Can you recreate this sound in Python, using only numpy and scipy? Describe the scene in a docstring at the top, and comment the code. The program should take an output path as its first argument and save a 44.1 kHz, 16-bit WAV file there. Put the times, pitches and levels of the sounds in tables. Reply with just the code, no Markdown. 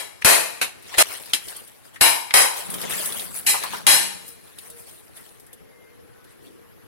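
"""A heavy hooked blade cracks a coconut held over a steel sink in a hard-walled kitchen.
Each blow is shaped noise (crack, shell and sink) plus narrow bands at the blade's modes, with a decaying echo.
Noise bursts make knocks, snapping fibres and hollow notes; dense clicks make the rubbing husk and drumming
water, chirped sines its bubbles. Room noise, a faint drone and thin whistles lie behind, and a soft limiter
with hard clipping and a treble cutoff shapes the sum."""
import sys
import numpy as np
from scipy import signal
from scipy.fft import rfft, irfft, next_fast_len
from scipy.io import wavfile
from scipy.ndimage import uniform_filter1d, map_coordinates

SR = 44100
rng = np.random.default_rng(int(sys.argv[2]) if len(sys.argv) > 2 else 0)


def wrap_up_sound(samples):
    """Save the sound to the file named by the first command line argument, as 16-bit audio."""
    columns = np.atleast_2d(samples).T
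    # keep every value between -1 and 1, then stretch to whole-number steps
    tamed = np.clip(columns, -1, 1)
    steps = np.round(tamed * 32767).astype(np.int16)
    wavfile.write(sys.argv[1], SR, steps)


N = 302946

# The blade strikes the shell, and is at last laid down: start_s, level_db, body_db, body_hz (hollow body),
# treble_db, ring_db (blade), thud_db, t60_s, rise_s, length_s, left_over_right_db (before widening)
BLOW_EVENTS = [(-.1, -18.5, 5.5, 600, 4, -5, -22, 0.31, .001, 0.9, 6.5),
               (0.2472, -6, 2.5, 520, 3, -16.5, -8.5, 0.41, 0.0005, 0.85, 4),
               (.612, -20, -0.5, 350, -2.5, -14.5, -35, 0.18, 0.0031, 1, 0.5),
               (0.977, 0.5, 1.5, 700, 2.5, -15, -34, 0.59, 0.015, .049, 0.3),
               (1.333, -21, -14, 770, -2, -6.5, -48, 0.14, 0.00096, .5, 3),
               (2.0091, -10, 1, 950, 4.5, -10, -11, 0.4, 0.002, 0.9, 4.5),
               (2.338, -5, 4.5, 1000, 6, -8.5, -21, 0.32, 0.0023, 1.0, 3),
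               (3.462, -18.5, -12.5, 650, 5.5, -5.5, -48, 0.39, 0.005, 0.98, 3),
               (3.493, -20.5, -4.5, 1000, 9, -3, -45, 0.2, 0.0013, 0.34, -2),
               (3.867, -9.5, -3, 600, 3.5, -3, -24, 0.43, 0.00046, 0.76, 3.5)]
# Vibration modes of the steel blade: mode_hz, level_db
BLADE_MODES = [(820, -7), (915, -8), (1809, -8), (2013, -4), (2330, -7), (2398, -5), (2865, -5), (3255, -7),
               (3920, 0), (3984, -7), (4307, -10), (4980, -8), (5195, 1), (5805, -7), (6072, -10),
               (6650, -8), (6926, -7), (7349, -6), (7861, -1), (8150, -9), (8480, -2), (9010, -11),
               (9470, -4), (9700, -2), (10078, -3), (10333, -1), (10510, 2), (11060, -6), (11610, -8),
               (11780, -8), (12580, -10)]
# Spectrum of shell and sink under a blow: frequency_hz, density_db (per Hz)
SHELL_SPECTRUM = [(40, -47.5), (200, -14.5), (420, -3.5), (850, 2), (1350, 0), (2400, 4.5), (3500, 0),
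                  (4000, 1.5), (5100, -0.5), (6200, -6), (7000, -3.5), (10300, 1.5), (12500, -4),
                  (15000, -15.5), (16000, -32)]
# Spectrum of the husk fibres: frequency_hz, density_db (per Hz)
FIBRE_SPECTRUM = [(2500, -16.5), (6500, -12), (9000, 3), (10500, 4), (13000, -2.5), (16000, -8.5)]
# Coconut water spills out: full_flow_s, level_db, rise_s, ebb_db_per_s
SPILL_EVENTS = [(2.729, -39.5, .11, 19), (3.74, -49.5, .1, 39.5), (3.92, -40.5, .06, 57.5)]


def amp(db):
    """Decibels to amplitude ratio."""
    return 10 ** (np.asarray(db) / 20)


def unit(x):
    """Normalization to an rms of 1."""
    return x / np.sqrt(np.mean(x ** 2) + 1e-20)


def along(points, hz):
    """Linear interpolation of (Hz, value) points on a log-frequency axis."""
    f, v = np.transpose(points)
    return np.interp(np.log(hz + 1), np.log(f + 1), v)


def wobble(rate, size=N):
    """Band-limited random modulation: a smooth curve through `rate` knots a second."""
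    knots = rng.standard_normal(int(size * rate / SR) + 4)
    return map_coordinates(knots, [np.arange(size) * rate / SR])


def decay(t, t60):
    """Exponential damping: the amplitude falls by 60 dB in t60 seconds."""
    return np.exp(-np.log(1000) * t / t60)


def filtered(x, response):
    """Linear filtering: the spectrum of x times a response of frequency."""
    size = x.shape[-1]
    m = next_fast_len(size + 8192)
    return irfft(rfft(x, m) * response(np.fft.rfftfreq(m, 1 / SR)), m)[..., :size]


def noise(colour, size=N):
    """Spectrally shaped stereo noise of rms 1; colour gives dB for each frequency."""
    white = rng.standard_normal((2, size))
    return unit(filtered(white, lambda hz: amp(colour(hz))))


def bump(hz, centre_hz, octaves):
    """A resonance-like bell on the log-frequency axis, 1 at its centre."""
    return np.exp(-.5 * (np.log2((hz + 1) / centre_hz) / octaves) ** 2)


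def add(out, s, sound):
    """Superposition: mix a sound in at time s, cutting what falls outside."""
    start = round(s * SR)
    part = sound[:, max(-start, 0):N - start]
    out[:, max(start, 0):][:, :part.shape[1]] += part


def grains(spectrum, rate, spread_db):
    """Granular excitation: dense tiny clicks of uneven size through a spectrum, rms 1."""
    sizes = amp(spread_db * np.clip(rng.standard_normal(N), -2, 2))
    clicks = (rng.random(N) < rate / SR) * sizes
    return unit(filtered(clicks * rng.standard_normal((2, N)), lambda hz: amp(along(spectrum, hz))))


def crowd(hz, spacing_hz=70):
    """Modal overlap: many close, unresolved resonances ripple the spectrum, deeper in the treble."""
    ripple = map_coordinates(rng.standard_normal(int(hz[-1] / spacing_hz) + 4), [hz / spacing_hz])
    return np.minimum(ripple, 1) * np.clip(np.sqrt(hz / 4000), .5, 1)


def patchy(x, depth_db):
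    """Time-varying filtering: random patches in time and frequency shift the colour; rms 1."""
    z = signal.stft(x, nperseg=256)[2]
    field = uniform_filter1d(rng.standard_normal(z.shape[1:]), size=3, axis=0)  # over frequency
    field = uniform_filter1d(field, size=9, axis=1)  # over time
    return unit(signal.istft(z * amp(depth_db * unit(field)), nperseg=256)[1][:, :N])


def blade_ring(size, width_hz=11, scatter_db=2):
    """Modal vibration of steel at new strengths; reflections blur each mode into a narrow, beating band."""
    mode_hz, db = np.transpose(BLADE_MODES)
    power = amp(db + scatter_db * rng.standard_normal(len(db))) ** 2
    bands = lambda hz: power @ (1 / (1 + ((hz - mode_hz[:, None]) / width_hz) ** 2) ** 2)
    return noise(lambda hz: 10 * np.log10(bands(hz)), size)


def clusters(hz, width_hz=150):
    """Modal coupling: 1 near the blade's modes, 0 in the treble gaps, as the steel feeds the ringing treble."""
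    mode_hz = np.transpose(BLADE_MODES)[0][:, None]
    near = np.exp(-((hz - mode_hz) / width_hz) ** 2).sum(axis=0)
    share = along([(2500, 0), (3400, 1), (12000, 1), (13500, 0)], hz)  # 1 where the steel rules
    return 1 - share * (1 - np.minimum(near, 1))


def blows(crack_db=6, crack_t60=0.029, late_db=-19, late_t60=1.196, build=0.033, free_t60=0.36, dull_db=-9):
    """Impact and reverberation: a crack, then shell, sink and steel ringing on in the kitchen's echo."""
    out, t = np.zeros((2, N)), np.arange(SR) / SR
    ripple_db, gap_db = 5.5, 8
    for s, db, body_db, body_hz, treble_db, ring_db, _, t60, rise, length, pan_db in BLOW_EVENTS:
        body = lambda hz: along(SHELL_SPECTRUM, hz) + body_db * bump(hz, body_hz, 0.93)
        colour = lambda hz: body(hz) + treble_db * bump(hz, 12000, 0.95)
        crack = amp(crack_db) * noise(colour, SR) * decay(t, crack_t60)
        ring = noise(lambda hz: colour(hz) + ripple_db * crowd(hz) + gap_db * clusters(hz), SR)
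        ring = ring + amp(ring_db) * blade_ring(SR)
        # reflections first pile up, then die; a blade that sticks in the husk sets off less of them
        early = (2 - np.exp(-t / (build * t60))) * decay(t, t60)
        late = amp(late_db) * min(t60 / free_t60, 1) * decay(t, late_t60)
        # the walls swallow the top first
        echo = filtered(ring, lambda hz: amp(dull_db * bump(hz, 15000, 0.86)))
        # the blow fades in over its rise time; after its length it stops abruptly
        gate = np.clip(t / rise, 0, 1) ** 2 * decay(np.maximum(t - length, 0), 0.0053)
        level = amp(db + pan_db * np.array([[.5], [-.5]]))
        add(out, s, level * gate * (crack + ring * early + echo * late))
    return out


def lead_in(lead_db=-20):
    """Soft lead-in by exponential growth: a faint noise swells for a few milliseconds before each blow."""
    out, t = np.zeros((2, N)), np.arange(SR // 100) / SR
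    for s, db, *_ in BLOW_EVENTS:
        growth = np.exp((t - t[-1]) / .0015)
        swell = noise(lambda hz: along(SHELL_SPECTRUM, hz), len(t)) * growth
        add(out, s - t[-1], amp(db + lead_db) * swell)
    return out


def thuds(thud_hz=100, thud_t60=0.072, rough_db=-5):
    """Heavy damping: the nut driven into the palm gives a low, brief push, alike in both channels."""
    out, t = np.zeros((2, N)), np.arange(SR // 2) / SR
    for s, db, _, _, _, _, thud_db, *_ in BLOW_EVENTS:
        flesh = amp(rough_db) * noise(lambda hz: 45 * (bump(hz, 130, 2.1) - 1), len(t))[:1]
        tone = np.sin(2 * np.pi * thud_hz * t) * decay(t, thud_t60 / 2)
        push = tone + flesh * decay(t, thud_t60)
        add(out, s, amp(db + thud_db) * push * np.clip(t / 0.0016, 0, 1))
    return out


def hollow(note_db=-19, hollow_hz=930, hollow_t60=0.65, swell_s=0.018, cracked_s=1.9, split_s=3.0):
    """Cavity resonance: blows on the nut, cracked but not yet open, leave a woody, hollow note."""
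    out, t = np.zeros((2, N)), np.arange(SR) / SR
    for s, *_ in BLOW_EVENTS:
        if cracked_s < s < split_s:
            note = noise(lambda hz: 40 * bump(hz, hollow_hz, 0.33), SR)
            add(out, s, amp(note_db) * note * (1 - np.exp(-t / swell_s)) * decay(t, hollow_t60))
    return out


def knocks(echo_db=-23, echo_t60=.35, tone_db=7.5):
    """Light impact: a cluster of short resonances around one pitch, with a faint echo."""
    # The blade shifts in the grip on the swing, or the shell is bumped: start_s, level_db, pitch_hz, t60_s
    knock_events = [(.2215, -24, 2100, 0.031), (.940, -25.5, 1970, 0.076), (1.334, -11, 3270, 0.047),
                    (1.959, -33.5, 1820, 0.066), (2.307, -21, 2090, 0.039), (3.541, -22, 924, 0.16),
                    (3.637, -27, 1020, 0.16), (3.733, -26.5, 1008, .1), (3.744, -31.5, 2020, .08)]
    out, t = np.zeros((2, N)), np.arange(SR // 2) / SR
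    ripple_db = 5
    for s, db, pitch_hz, t60 in knock_events:
        peak = lambda hz: 24 * bump(hz, pitch_hz, 0.94) + tone_db * bump(hz, pitch_hz, 0.081)
        colour = lambda hz: peak(hz) - 7 * bump(hz, 16000, 0.56)
        body = noise(lambda hz: colour(hz) + ripple_db * crowd(hz, spacing_hz=156.0), len(t))
        fall = decay(t, t60) + amp(echo_db) * decay(t, echo_t60)
        add(out, s, amp(db) * body * np.clip(t / 0.0011, 0, 1) * fall)
    return out


def snaps(wood_db=-5, snap_t60=0.064, echo_db=-23, echo_t60=.3):
    """Brittle fracture: single fibres and splinters break with a bright tick, each in its own colour."""
    # Husk fibres and shell splinters snap: start_s, level_db, woody_db (over the tick, before wood_db)
    snap_events = [(0.824, -43, -13.5), (1.199, -39, -21), (1.224, -36, -24), (1.258, -37, -17),
                   (1.483, -34, 5), (1.5643, -30, -22.5), (1.676, -40.5, -6), (2.702, -24.5, -34),
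                   (2.740, -26.5, -0.5), (2.815, -25.5, -2.5), (2.906, -33.5, -11), (3.058, -20.5, -13),
                   (3.123, -28, 0.5), (3.195, -34, 10), (3.636, -26, -13), (4.28, -38, -25),
                   (4.586, -35, 0), (4.701, -35.5, -17.5), (5.398, -43, -27), (5.465, -47, -15),
                   (5.53, -38.5, -6.5), (6.243, -50, -1)]
    # Spectrum of the woody part: frequency_hz, density_db (per Hz)
    woody_spectrum = [(500, -26), (1500, -15.5), (3500, 8.5), (6500, -5), (12000, -20.5)]
    out, t = np.zeros((2, N)), np.arange(SR // 3) / SR
    for s, db, woody_db in snap_events:
        tick = noise(lambda hz: along(FIBRE_SPECTRUM, hz) + 4 * crowd(hz, spacing_hz=516), len(t))
        wood = noise(lambda hz: along(woody_spectrum, hz) + 4 * crowd(hz, spacing_hz=215.0), len(t))
        fall = decay(t, snap_t60) + amp(echo_db) * decay(t, echo_t60)
        add(out, s, amp(db) * (tick + amp(woody_db + wood_db) * wood) * fall)
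    return out


def stroke_power(s, rise, fade, drop_db=22):
    """Friction builds up to the firmest contact and dies away, by drop_db in one rise or one fade."""
    t = np.arange(N) / SR - s
    return amp(-drop_db * np.minimum(np.maximum(-t / rise, t / fade), 10)) ** 2


def handling(fibre_db=-1, wet=1.0):
    """Friction noise: the husk rubs and crackles; the room smears part of the grains into a hiss."""
    # A hand or the blade slides over the husk:
    # firmest_s, rise_s, fade_s, rubbing_db, crackle_db (before fibre_db)
    stroke_events = [(0.219, 0.011, 0.036, -41, -46), (.94, 0.11, 0.3, -35.5, -44.5),
                     (1.033, 0.023, 0.027, -29, -31), (1.135, 0.31, 0.14, -34, -34),
                     (1.30, 0.16, 0.08, -41.5, -42.5), (1.499, 0.23, 0.31, -41, -37),
                     (1.854, .03, 0.1, -50, -47.5), (1.945, .015, 0.079, -47.5, -46),
                     (2.58, 0.066, .2, -35, -29.5), (2.72, 0.031, 0.33, -45.5, -32),
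                     (2.841, 0.13, .1, -31, -38), (2.91, 0.036, 0.35, -28.5, -28),
                     (3.0, 0.17, 0.51, -34.5, -27.5), (3.21, 0.2, .13, -39, -30),
                     (3.363, 0.05, 0.13, -41, -28), (3.635, 0.053, 0.16, -30.5, -35.5),
                     (3.741, 0.098, 0.15, -33.5, -35.5), (4.284, 0.1, 0.11, -68, -38.5),
                     (4.48, 0.27, .3, -55.5, -50.5), (4.645, 0.15, 0.21, -48.5, -42),
                     (4.79, .1, 0.16, -51, -42), (4.88, 0.071, 0.36, -50, -43),
                     (5.175, 0.048, 0.12, -47.5, -41), (5.26, 0.13, 0.31, -56.5, -50),
                     (6.31, .08, .1, -57, -56), (6.46, 0.11, 0.16, -56, -54.5)]
    # Spectrum of the rubbing: frequency_hz, density_db (per Hz)
    rub_spectrum = [(150, -40), (400, -4), (1300, -3.5), (2500, -3.5), (4200, -5), (6000, -10.5),
                    (9000, -13.5), (14000, -38.5)]

    def texture(spectrum):
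        """Granular friction and its diffuse hiss, shifting in colour as the contact moves."""
        rough = grains(spectrum, rate=1800, spread_db=4)
        hiss = noise(lambda hz: along(spectrum, hz))
        return patchy(rough + wet * hiss, depth_db=4.5)

    rubbing, crackle = np.zeros((2, N))  # powers
    for s, rise, fade, rubbing_db, crackle_db in stroke_events:
        power = stroke_power(s, rise, fade)
        rubbing += amp(rubbing_db) ** 2 * power
        crackle += amp(crackle_db + fibre_db) ** 2 * power
    return np.sqrt(rubbing) * texture(rub_spectrum) + np.sqrt(crackle) * texture(FIBRE_SPECTRUM)


def outflow():
    """Draining: each spill swells quickly, then ebbs exponentially as the nut empties."""
    flow, t = np.zeros(N), np.arange(N) / SR
    for s, db, rise, ebb_db in SPILL_EVENTS:
        ebb = amp(db - ebb_db * np.maximum(t - s, 0))
        flow += ebb * np.clip(1 + (t - s) / rise, 0, 1)
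    return flow


def water(drum_db=-1, splash_gain=0.2812, count=160, drop_hz=1500, cycles=22, dry_s=4.35):
    """Drop impact and bubble resonance: water drums on the basin, and bubbles chirp up, until it runs dry."""
    # Spectrum of the steel sink under the stream: frequency_hz, density_db (per Hz)
    sink_spectrum = [(40, -35.5), (110, -12), (185, 1.5), (320, -9), (450, -4), (800, -8.5), (1300, -6),
                     (2600, -45)]
    flow = outflow() * np.clip((dry_s - np.arange(N) / SR) * 10, 0, 1)
    drum = grains(sink_spectrum, rate=900, spread_db=2)
    bubbles, t = np.zeros((2, N)), np.arange(SR // 20) / SR
    first_s = SPILL_EVENTS[0][0] - SPILL_EVENTS[0][2]
    times = rng.uniform(first_s, dry_s, count)
    for when, (pitch, left, right) in zip(times, rng.standard_normal((count, 3))):
        hz = drop_hz * 2 ** (.7 * pitch)
        life = cycles / hz
        chirp = np.sin(2 * np.pi * hz * t * (1 + 0.049 * t / life))  # the pitch climbs
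        add(bubbles, when, np.outer([left, right], chirp * decay(t, 2 * life)))
    # drumming and bubbles both follow the flow
    return flow * (amp(drum_db) * drum + splash_gain * unit(bubbles))


def whistles(blur=0.67, arch_s=.17):
    """Frequency modulation: faint tones swell and fade while their pitch moves in arches of arch_s."""
    # Faint thin whistles: start_s, length_s, pitch_hz, warble_hz, level_db (before a 1.5 dB cut)
    whistle_events = [(5.656, 0.33, 2090, 5, -56), (6.1, 0.23, 1480, 10, -60),
                      (6.53, .36, 12330, 1100, -62.5)]
    out = np.zeros((2, N))
    for s, length, pitch_hz, warble_hz, db in whistle_events:
        t = np.arange(int(length * SR)) / SR
        hz = pitch_hz + warble_hz * np.abs(np.sin(np.pi * t / arch_s))
        phase = 2 * np.pi * np.cumsum(hz) / SR
        tone = np.array([np.sin(phase + blur * wobble(53, len(t))) for _ in range(2)])
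        add(out, s, amp(db - 1.5) * np.sin(np.pi * t / length) * tone)
    return out


def background(air_db=-54.5, drone_from_s=4.2, drone_hz=442, drone_db=-67):
    """Stationary and narrow-band noise: room noise, a faint low drone with swells, and whistles."""
    # Spectrum of the room noise: frequency_hz, density_db (per Hz)
    air_spectrum = [(15, -38.5), (25, -19.5), (97, -5), (137, -8.5), (335, -4.5), (439, -5), (489, -3.5),
                    (591, -7.5), (1520, -8.5), (1940, -7.5), (2110, -11.5), (4250, -19.5), (8830, -24.5),
                    (11300, -11.5), (13000, -24.5), (16000, -27)]
    # Swells of the drone: top_s, half_length_s, pitch_hz, width_octaves (of the bell in dB), level_db
    swell_events = [(4.25, 0.19, 475, 0.16, -61), (4.755, 0.1, 476, 0.083, -55),
                    (4.8, 0.18, 628, 0.092, -61), (5.727, .17, 480, 0.42, -59.5),
                    (6.046, 0.19, 482, 0.1, -58.5), (6.501, 0.12, 338.4, 0.91, -55),
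                    (6.6, .25, 460, 0.23, -63)]
    t = np.arange(N) / SR
    band = lambda centre_hz, octaves: noise(lambda hz: 50 * bump(hz, centre_hz, octaves))
    air = amp(air_db) * patchy(noise(lambda hz: along(air_spectrum, hz)), depth_db=2.5)
    drone = amp(drone_db) * band(drone_hz, 0.19) * np.clip((t - drone_from_s) * 10, 0, 1)
    swells = np.zeros((2, N))
    for s, half, hz, octaves, db in swell_events:
        swells += amp(db) * np.exp(-((t - s) / half) ** 2) * band(hz, octaves)
    return air + drone + swells + whistles()


def widen(x):
    """Interchannel phase: diffuse bass reaches the two channels in nearly opposite phase."""
    # Stereo width: frequency_hz, side_over_mid_db (gain on the side signal)
    side_gain = [(40, 10), (110, 16.5), (250, 10), (500, 6), (1200, 0), (15000, 0.5)]
    mid = (x[0] + x[1]) / 2
    side = filtered((x[0] - x[1]) / 2, lambda hz: amp(along(side_gain, hz)))
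    return np.array([mid + side, mid - side])


def scene():
    """Superposition of all sources; the small sounds lie a little to the left."""
    small = knocks() + snaps() + handling() + water() + background() + hollow()
    return widen(blows() + lead_in() + small * amp([[1.5], [-1.5]])) + thuds()


def limiter(x, size=260):
    """Gain reduction: loud short-term levels turn both channels down; each crack slips partly through."""
    level = np.sqrt(np.abs(uniform_filter1d(np.mean(x ** 2, axis=0), size)) + 1e-12)
    gain = (1 + (level / amp(-10)) ** 4) ** (-1 / 4)  # soft ceiling at -10 dB
    return x * uniform_filter1d(gain, size // 2, origin=size // 6)  # the gain follows a millisecond late


def record(dry, top_hz=16100):
    """Nonlinear limiting, clipping at full scale, then a low-pass that cuts the top."""
    return filtered(np.clip(limiter(dry), -1, 1), lambda hz: hz < top_hz)


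dry = scene()
out = record(dry)
wrap_up_sound(out)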